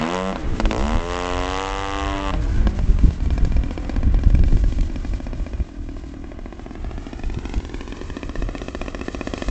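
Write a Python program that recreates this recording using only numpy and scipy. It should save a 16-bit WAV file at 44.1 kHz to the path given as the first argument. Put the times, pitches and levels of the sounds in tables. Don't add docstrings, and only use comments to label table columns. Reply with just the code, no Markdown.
import sys
import numpy as np
from scipy import signal
from scipy.fft import rfft, irfft, next_fast_len
from scipy.io import wavfile
from scipy.ndimage import uniform_filter1d, map_coordinates

SR = 44100
rng = np.random.default_rng(int(sys.argv[2]) if len(sys.argv) > 2 else 0)


def file_out(sig):
    cols = np.atleast_2d(sig).T
    lim = np.clip(cols, -1, 1)
    pcm = np.round(lim * 32767).astype(np.int16)
    wavfile.write(sys.argv[1], SR, pcm)


N = 418950

# start_s, shaft_hz, firing_db, crack_db (relative to the firing)
POWER_BURSTS = [
    [(0.0, 74.8, -24, 2.5), (0.084, 84.6, -26.5, -1.5), (0.144, 91.1, -22.5, 1), (0.26, 95.2, -27, -18),
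     (0.296, 96, -24.5, -37), (0.315, 94.6, -31.5, -27)],
    [(0.721, 55.47, -26.5, 4.5), (0.809, 67.1, -27, -4), (0.845, 71.6, -26.5, -6.5),
     (0.879, 75.16, -25.5, 0.5), (0.937, 79.5, -25, -13), (0.999, 83.9, -29, -1), (1.057, 86, -31, -14),
     (1.131, 88.8, -24.5, 2), (1.411, 89.9, -25, -1), (1.615, 96.13, -24, 1.5), (1.729, 97.3, -26, -2.5),
     (2.005, 98.14, -27, 1), (2.231, 97.6, -29.5, -5.5), (2.312, 95.5, -25.5, -9)],
]
# start_s, level_db
SINGLE_FIRINGS = [(0.325, -13), (0.357, -12), (0.598, -7), (0.653, -11), (0.709, -9), (2.336, -14),
                  (2.669, -10), (2.788, -16.5), (2.986, -20), (3.105, -21), (3.202, -25.5), (3.257, -22.5),
                  (3.303, -18.5), (3.377, -17), (3.447, -19), (3.519, -22), (3.564, -19.5), (3.634, -20.5),
                  (3.707, -19.5), (3.775, -18.5), (3.846, -23.5), (3.893, -17.5), (3.961, -20),
                  (4.029, -20.5), (4.142, -19.5), (4.188, -25), (4.234, -21.5), (4.3, -23.5), (4.348, -20),
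                  (4.39, -25.5), (4.435, -21), (4.481, -27), (4.523, -23.5), (4.568, -24.5), (4.637, -24),
                  (4.722, -26), (4.784, -27), (4.829, -28.5), (4.896, -30.5), (4.957, -24.5), (5.046, -25),
                  (5.134, -25.5), (5.2, -27), (5.265, -25), (5.33, -25.5), (5.396, -31), (5.463, -27),
                  (5.532, -27.5), (5.599, -29.5), (5.688, -33.5), (5.887, -27.5), (5.965, -30),
                  (6.036, -31.5), (6.138, -28.5), (6.24, -28), (6.316, -25), (6.388, -26), (6.457, -24),
                  (6.524, -23.5), (6.593, -23.5), (6.661, -24), (6.707, -25), (6.752, -23), (6.843, -22.5),
                  (6.91, -23), (6.977, -22), (7.065, -22), (7.129, -21), (7.192, -24), (7.234, -20.5),
                  (7.297, -22), (7.342, -24), (7.386, -21.5), (7.452, -19), (7.493, -23), (7.537, -17),
                  (7.601, -23), (7.648, -21), (7.693, -23.5), (7.741, -18), (7.807, -19), (7.875, -20.5),
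                  (7.922, -19), (7.967, -25), (8.012, -19.5), (8.099, -20), (8.166, -17), (8.229, -17.5),
                  (8.292, -19.5), (8.354, -18), (8.421, -17), (8.487, -19), (8.549, -18), (8.615, -19.5),
                  (8.682, -18), (8.747, -17), (8.813, -17), (8.859, -25.5), (8.88, -18), (8.945, -17.5),
                  (8.991, -26.5), (9.011, -18), (9.081, -16.5), (9.145, -17), (9.209, -16), (9.271, -15.5),
                  (9.335, -14.5), (9.376, -21.5), (9.42, -14.5), (9.483, -15.5)]
# start_s, shaft_hz
IDLE_SPEED = [(.3, 42.32), (3.2, 40.2), (3.5, 42.4), (4.5, 45), (5.3, 44.2), (5.9, 42.26), (6.5, 46.04),
              (7.8, 44.5), (8.3, 47.2), (9, 47.8), (9.5, 45.3)]
# start_s, share (0-1)
ASIDE_SHARE = [(.3, 0.75), (.75, 0.92), (1.1, 0.54), (1.4, 0.7), (1.65, 0.47), (2.3, 0.09)]
# start_s, boom_db, bark_db
FIRING_BODY = [(.3, -8, -1), (.7, -14, -0.5), (2.4, -6, -1), (3.5, 2, -13), (5.5, 9, -23.5), (6.5, 3.5, -9),
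               (7.8, -4, -10.5), (8.8, 2, -1), (9.5, 1, -3.5)]
# start_s, crack_db
CRACK_BRIGHTNESS = [(.3, -15), (.6, -6.5), (2.8, -13), (3.3, -9.5), (5, -9), (5.6, -13.5), (6.6, -22),
                    (7.2, -8.5), (7.9, -9.5), (8.5, -12), (9.5, -8.5)]
# pitch_hz, level_db, fade_s (time to fall 60 dB)
CHAMBER_NOTES = [(280.5, -2, 0.07), (359, -4.5, 0.047)]
# pitch_hz, level_db, fade_s (time to fall 60 dB)
WALL_NOTES = [(1797, -6, 0.031), (2555, -7, 0.032), (3460, -14, 0.013), (4870, -21, 0.049),
              (5650, -17, 0.05)]
# start_s, pitch_factor
MOTION_PITCH = [(0, 0.82), (3.5, .93), (6.8, 0.94), (7.5, 0.99), (8.3, 1.0), (9.5, 0.99)]
# start_s, level_db
NEARNESS = [(0, 9), (.25, 2), (.5, -0.5), (.85, -1.5), (1.2, 3.5), (1.7, 1.5), (2.2, 0), (2.4, -4),
            (2.7, -2.5), (3.15, -5), (3.9, -1), (4.6, -8.5), (5.2, -7), (5.8, -11.5), (6.4, -10.5),
            (7, -6.5), (7.5, -6), (8.2, -5), (8.8, -5), (9.5, -3.5)]
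# start_s, 2nd_db, 3rd_db, 4th_db, 5th_db
HUM_LEVELS = [(0, -30, -32.5, -39, -45), (.05, -34, -32, -40.5, -42), (.11, -28, -41, -38.5, -60),
              (.2, -29, -37, -56, -47), (.3, -27.5, -41, -45, -61), (.4, -37, -64, -34, -46),
              (.55, -46, -55, -40.5, -47), (.72, -42, -53, -37.5, -32.5), (.84, -50, -34, -44, -39),
              (.95, -56, -33.5, -54, -46), (1.05, -38, -52, -46, -33.5), (1.42, -45.5, -38.5, -51, -40),
              (1.641, -55, -50, -69, -60), (1.97, -49, -33.5, -49, -49), (2.25, -41.5, -35, -42, -42),
              (2.36, -31, -40, -38, -43.5), (2.45, -46, -54, -44, -52), (2.75, -49, -50, -38.5, -43),
              (3.2, -54, -41, -40, -43.5), (5.5, -55, -72, -54, -45.5), (9.5, -55, -70, -48, -45.5)]
# shaft_multiple, level_db
HIGHER_HUM = [(6, -1.5), (7, 1), (8, -7)]
# start_s, level_db
HISS_LEVEL = [(0.0, -45), (0.37, -51), (0.61, -49), (0.79, -47.5), (1.48, -45.5), (2.14, -49), (2.3, -47.5),
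              (4.15, -54), (4.52, -48), (6.38, -60), (7.49, -50.5), (8.65, -52), (9.21, -46.5), (9.5, -45)]
# start_s, level_db
WHISTLE_LEVEL = [(2.3, -77), (2.45, -51), (2.6, -45.5), (2.75, -74.5)]
# start_s, delay_ms, level_db, phase_lag_turns
CLOSE_COPY = [(2.2, 2.2, -18, .5), (3.3, 2.35, -11, .5), (6.5, 2.25, -7, .45), (7.2, 1.88, -5, .48),
              (8, 1.44, -5, .47), (8.5, 1.5, -4, .16), (9.5, 1.5, -4, .16)]
# start_s, delay_ms
GRASS_DELAY = [(0, 8.77), (.8, 9.13), (1.6, 8.03), (2, 7.63), (2.4, 6.44), (2.8, 5.07), (3.4, 4.24),
               (4.2, 3.73), (5.4, 3.33), (7.2, 2.79), (9.5, 2.6)]
# start_s, level_db
GRASS_LEVEL = [(0, -4), (.8, -5), (1.3, -8.5), (1.6, -4.5), (2.1, -0.5), (2.8, -7.5), (3.4, -7.5),
               (6, -12.5), (9.5, -14)]
# start_s, level_db
STEADY_WIND = [(0.0, -36.5), (0.37, -32), (0.66, -24.5), (1.82, -31), (2.7, -18.5), (3.12, -25),
               (3.41, -18.5), (3.89, -25.5), (4.34, -16), (5.72, -32), (5.92, -28.5), (6.27, -35),
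               (6.98, -28), (7.67, -27), (8.04, -32), (8.39, -26.5), (8.99, -32), (9.5, -33)]
# start_s (middle of the buffet), level_db, length_s
WIND_BUFFETS = [(0.513, -13.5, 0.057), (0.651, -7.5, 0.021), (0.81, -16.5, 0.011), (0.864, -16.5, 0.017),
                (0.955, -10.5, 0.019), (0.991, -16, 0.022), (2.557, -16, 0.049), (2.663, -10, 0.012),
                (2.844, -9.5, 0.007), (2.903, -7, 0.02), (2.951, -13, 0.0064), (3.046, -2.5, 0.018),
                (3.084, -7.5, 0.012), (3.228, -8.5, .007), (3.271, -9.5, 0.011), (3.432, -8, 0.02),
                (3.475, -13, 0.0033), (3.592, -11, 0.0165), (4.074, -7.5, 0.0095), (4.271, -3, 0.0083),
                (4.346, -7, 0.0038), (4.421, -14, 0.043), (4.547, -5, 0.034), (4.671, -18, 0.019),
                (4.805, -8, 0.023), (5.143, -15.5, 0.019), (5.416, -13.5, 0.019), (5.609, -10, 0.013),
                (7.279, -21, 0.022), (7.376, -12, 0.0064), (7.576, -10, 0.016), (8.389, -14, 0.019),
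                (9.49, -13, 0.017)]
# start_s, level_db
TICK_TIMES = [(4.809, -36.5), (7.58, -43.5), (8.581, -38)]

# relative strength at each pitch; columns pitch_hz, level_db (per Hz).
BARK_COLOUR = [(60, -17), (190, -8.5), (290, -1), (390, -32), (480, -2.5), (700, -1), (1130, 4),
               (1400, -8.5), (2000, -5.5), (2350, -24.5), (2650, -5.5), (3200, -10), (4000, -19),
               (4500, -36), (5500, -23), (8000, -28.5), (9000, -59)]
ASIDE_COLOUR = [(60, -16.5), (190, -1), (290, 0), (390, -5.5), (480, 6.5), (700, 0.5), (800, 0),
                (1050, 1.5), (1200, -12), (1340, -2.5), (1600, -16.5), (2000, -10.5), (2350, -25.5),
                (2700, -15.5), (3500, -20), (4200, -28), (8000, -26), (9000, -54.5)]
THUMP_COLOUR = [(60, -26.5), (130, -7.5), (270, 8), (420, 0.5), (650, -3.5), (1050, -12.5), (1400, -24.5),
                (2000, -15), (3000, -28), (9000, -49)]
CRACK_COLOUR = [(700, -28.5), (1500, -5.5), (2000, -0.5), (2400, 3.5), (3100, 0.5), (4000, -2), (5500, -4),
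                (7300, -4.5), (8800, -37.5)]
PUFF_COLOUR = [(80, -21.5), (180, -4), (280, 15), (390, -4.5), (600, -10), (1000, -19), (1700, -32.5),
               (3000, -30), (9000, -72)]
RUSH_COLOUR = [(150, -47), (300, -3), (450, 4), (700, 0.5), (1200, -3), (2000, -6.5), (3000, -12.5),
               (4200, -21.5), (9000, -56.5)]
HISS_COLOUR = [(2500, 5.5), (4000, 4), (5500, 3.5), (7300, 2), (8200, -6), (8900, -48.5)]
RUMBLE_COLOUR = [(8, -37.5), (20, 0.5), (38, 3.5), (70, -2), (110, -11.5), (200, -24.5), (600, -85.5)]
FLUTTER_COLOUR = [(50, -0.5), (100, -3), (170, -8), (280, -14.5), (400, -22), (1000, -71)]

IDLE_HZ = 42.2
RUN_DOWN_S = .22
PUFF_DB = -36
BLADE_TURNS = 0.2897
RUSH_DB, RUSH_PER_OCTAVE_DB = -41.5, 5
EDDY_HZ, EDDY_S = 30.6, 0.028
FLUTTER_DB = -11
TOP_HZ = 8985


def amp(db):
    return 10 ** (np.asarray(db) / 20)


def unit(x):
    return x / np.sqrt(np.mean(x ** 2) + 1e-20)


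def along(points, hz):
    f, db = np.transpose(points)
    return np.interp(np.log(hz + 1), np.log(f + 1), db)


def curves(rows):
    s, *columns = np.transpose(rows)
    return [np.interp(np.arange(N) / SR, s, column) for column in columns]


def wobble(rate):
    points = rng.standard_normal(int(N * rate / SR) + 4)
    return map_coordinates(points, [np.arange(N) * rate / SR])


def filtered(x, response):
    size = next_fast_len(N + SR // 2)
    return irfft(rfft(x, size) * response(np.fft.rfftfreq(size, 1 / SR)), size)[:N]


def noise(colour):
    return unit(filtered(rng.standard_normal(N), lambda hz: amp(along(colour, hz))))


def ring(x, colour, lead=0):
    size = 2 ** 12
    cepstrum = irfft(np.log(amp(along(colour, np.fft.rfftfreq(size, 1 / SR)))))
    cepstrum[1:size // 2] *= 2
    cepstrum[size // 2 + 1:] = 0
    response = np.exp(rfft(cepstrum) + 2j * np.pi * lead)
    shape = np.roll(irfft(response), size // 2)
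    return signal.fftconvolve(x, shape / np.linalg.norm(shape))[size // 2:][:N]


def spikes(s, db):
    at = np.clip(s * SR, 0, N - 2)
    left = at.astype(int)
    share = at - left
    return np.bincount(left, amp(db) * (1 - share), N) + np.bincount(left + 1, amp(db) * share, N)


def bursts(s, db, t60):
    t = np.arange(SR // 20) / SR
    fall = amp(-60 * t / t60)
    envelope = signal.fftconvolve(spikes(s, db), fall / np.linalg.norm(fall))[:N]
    return envelope * rng.standard_normal(N)


def ringing(s, db, modes, scatter_db=4.5):
    t = np.arange(SR // 10) / SR
    hz, level_db, t60 = np.transpose(modes)[:, :, None, None]
    detune = 1 + .015 * rng.standard_normal((len(s), 1))
    shift = np.interp(s, *np.transpose(MOTION_PITCH))[:, None] * detune
    chance = rng.standard_normal((len(s), len(modes))).T[:, :, None]
    fading_db = level_db + db[:, None] + scatter_db * chance - 60 * t / t60
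    notes = amp(fading_db) * np.sin(2 * np.pi * hz * shift * t)
    where = np.round(s * SR).astype(int)[:, None] + np.arange(len(t))
    return np.bincount(where.ravel(), notes.sum(axis=0).ravel(), N + SR)[:N]


def exhaust(angle):
    s = np.interp(np.arange(angle[-1]), angle, np.arange(N) / SR)
    powered = np.any([(s > burst[0][0] + .004) & (s < burst[-1][0]) for burst in POWER_BURSTS], axis=0)
    gap_s = np.abs(s[:, None] - np.transpose(SINGLE_FIRINGS)[0]).min(axis=1)
    unfired = ~powered & (gap_s > .006)
    return throttle(s[powered]) + pops() + puffs(s[unfired] + 0.00153)


def throttle(s):
    chance = rng.standard_normal((len(s), 3))
    s = s + .0018 + 3e-6 * chance[:, 0]
    rows = POWER_BURSTS[0] + POWER_BURSTS[1]
    at, _, _, crack_db = np.transpose(rows)
    db = per_turn(s, rows) + .4 * chance[:, 1]
    spit_db = db + np.interp(s, at, crack_db) + chance[:, 2]
    jet = ring(bursts(s, spit_db - 16, t60=.006), CRACK_COLOUR)
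    aside = np.clip(curves(ASIDE_SHARE)[0], 0, 1)
    train = spikes(s, db)
    facing = ring(train * (1 - aside), BARK_COLOUR, lead=1 / 5)
    turned = ring(train * aside, ASIDE_COLOUR, lead=1 / 5)
    return facing + turned + jet


def per_turn(s, rows):
    at, hz, db = np.transpose(rows)[:3]
    return np.interp(s, at, db - 10 * np.log10(hz / SR))


def pops():
    s, db = np.transpose(SINGLE_FIRINGS)
    s = s + .0022
    at, boom, bark = np.transpose(FIRING_BODY)
    boom_db = db + np.interp(s, at, boom)
    bark_db = db + np.interp(s, at, bark)
    push = spikes(s, (db + boom_db) / 2 + 17.0) + bursts(s, boom_db + 6.5, t60=0.048)
    thump = ring(push, THUMP_COLOUR)
    thump = thump + ringing(s, boom_db - 7.0, CHAMBER_NOTES, scatter_db=2.5)
    thump = thump + ring(spikes(s, bark_db + 14.0), ASIDE_COLOUR, lead=1 / 6)
    snap_db = db + np.interp(s, *np.transpose(CRACK_BRIGHTNESS))
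    snap = spikes(s, snap_db + 14.0) + bursts(s, snap_db + 15.5, t60=0.01)
    crack = ring(snap, CRACK_COLOUR)
    body = filtered(thump + crack, lambda hz: 1 / (1 + (hz / 3800) ** 4))
    sizzle_db = snap_db + 5 + 3.5 * rng.standard_normal(len(s))
    sizzle = ring(bursts(s, sizzle_db, t60=.03), HISS_COLOUR)
    wall_db = snap_db + .5 * (boom_db - db) - 3.0
    return body + sizzle + ringing(s, wall_db, WALL_NOTES, scatter_db=3.5)


def puffs(s):
    db = PUFF_DB + np.interp(s, *np.transpose(NEARNESS)) + 10 * np.log10(SR / IDLE_HZ)
    db = db + 1.2 * rng.standard_normal(len(s))
    db = db + .5 * np.interp(s, *np.transpose(FIRING_BODY)[:2])
    gas = spikes(s, db - 1.5) + bursts(s, db - 10, t60=.045)
    chamber = ringing(s, db - 30.5, CHAMBER_NOTES, scatter_db=0.5)
    wall_db = db - 47.5 + 2.4 * rng.exponential(size=len(s))
    return ring(gas, PUFF_COLOUR) + chamber + ringing(s, wall_db, WALL_NOTES)


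def shaft():
    angle = np.cumsum(speed()) / SR
    t, fired = np.arange(N) / SR, np.transpose(SINGLE_FIRINGS)[0]
    at = np.interp(fired, t, angle)
    whole_turns = np.cumsum(np.maximum(np.round(np.diff(at, prepend=0)), 1))
    slip = whole_turns - at
    start, end = POWER_BURSTS[1][0][0], POWER_BURSTS[1][-1][0]
    held = np.where((t > start) & (t < end), start, t)
    return angle + uniform_filter1d(np.interp(held, fired, slip), size=900)


def speed():
    t = np.arange(N) / SR
    idle = hz = curves(IDLE_SPEED)[0]
    for burst in POWER_BURSTS:
        s, driven = np.transpose(burst)[:2]
        fall = np.exp(-np.maximum(t - s[-1], 0) / RUN_DOWN_S)
        falling = idle + (driven[-1] - idle) * fall
        after_start = np.where(t < s[-1], np.interp(t, s, driven), falling)
        hz = np.where(t < s[0], hz, after_start)
    return hz


def propeller(angle):
    levels = list(zip((2, 3, 4, 5), curves(HUM_LEVELS)))
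    fifth_db = levels[-1][1]
    levels += [(k, fifth_db + db - 3 * np.log2(speed() / IDLE_HZ)) for k, db in HIGHER_HUM]
    turned = 2 * np.pi * (angle - BLADE_TURNS)
    return np.sqrt(2) * sum(amp(db + 1.1 * wobble(13)) * np.sin(k * turned) for k, db in levels)


def airflow(angle):
    beat_db = 1.03 * np.cos(2 * np.pi * (angle - .2))
    rush_db = heard(RUSH_DB, RUSH_PER_OCTAVE_DB) + beat_db + 1.1 * wobble(25) + .9 * wobble(4.6)
    rush = amp(rush_db) * noise(RUSH_COLOUR)
    t = np.arange(N) / SR
    powered = sum(1. * (t >= b[0][0]) * (t < b[-1][0]) for b in POWER_BURSTS)
    thinned = .55 * uniform_filter1d(powered, size=900)
    rush = rush - thinned * filtered(rush, lambda hz: 1 / (1 + (hz / 1500) ** 4))
    hiss_db = curves(HISS_LEVEL)[0] + beat_db + 1.95 * wobble(30) + .7 * wobble(1.9)
    return rush + amp(hiss_db) * noise(HISS_COLOUR)


def heard(idle_db, per_octave_db):
    return idle_db + per_octave_db * np.log2(speed() / IDLE_HZ) + curves(NEARNESS)[0]


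def whistle():
    colour = [(1200, -56.0), (1500, 3.0), (1580, 1.5), (1700, -5.5), (2200, -35.5)]
    return amp(curves(WHISTLE_LEVEL)[0]) * noise(colour)


def echo(x, delay_ms, db, lag=0, dull_hz=1200, thin_hz=0):
    def dull(hz):
        return 1 / (1 + (hz / dull_hz) ** 2) / (1 + (thin_hz / (hz + 1)) ** 4)

    where = [np.arange(N) - delay_ms * SR / 1000]
    plain = map_coordinates(filtered(x, dull), where, order=1)
    quarter = map_coordinates(filtered(x, lambda hz: -1j * dull(hz)), where, order=1)
    return amp(db) * (np.cos(2 * np.pi * lag) * plain + np.sin(2 * np.pi * lag) * quarter)


def ticks():
    s, db = np.transpose(TICK_TIMES)
    return ring(bursts(s, db + 25, t60=0.014), CRACK_COLOUR)


def wind():
    s, db, length = np.transpose(WIND_BUFFETS)[:, :, None]
    chance = rng.standard_normal((len(s), 2))
    offset = np.arange(-SR // 8, SR // 8)
    t = offset / SR
    where = np.clip(np.round(s * SR).astype(int) + offset, 0, N).ravel()
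    swells = amp(db) * np.exp(-(t / length) ** 2)
    eddy_hz = EDDY_HZ * (EDDY_S / length) ** 0.66 * amp(chance[:, :1])
    pushes = swells * np.cos(2 * np.pi * eddy_hz * t + 3 * chance[:, 1:])
    swell = np.bincount(where, swells.ravel(), N + 1)[:N]
    push = np.bincount(where, pushes.ravel(), N + 1)[:N]
    steady = amp(curves(STEADY_WIND)[0])
    rumble = unit(amp(3.5 * wobble(11)) * noise(RUMBLE_COLOUR))
    flutter = unit(amp(3.7 * wobble(22)) * noise(FLUTTER_COLOUR))
    flutter_level = amp(FLUTTER_DB) * (0.59 * steady + 1.07 * swell)
    return steady * rumble + 0.75 * push + flutter_level * flutter


def scene():
    angle = shaft()
    plane = exhaust(angle) + propeller(angle) + airflow(angle) + whistle()
    plane = plane + echo(plane, *curves(CLOSE_COPY), dull_hz=4000, thin_hz=450)
    grass = echo(plane, *curves(GRASS_DELAY), *curves(GRASS_LEVEL))
    return (plane + grass + wind() + ticks())[None]


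def record(dry):
    return filtered(dry[0], lambda hz: hz < TOP_HZ)[None]


dry = scene()
out = record(dry)
file_out(out)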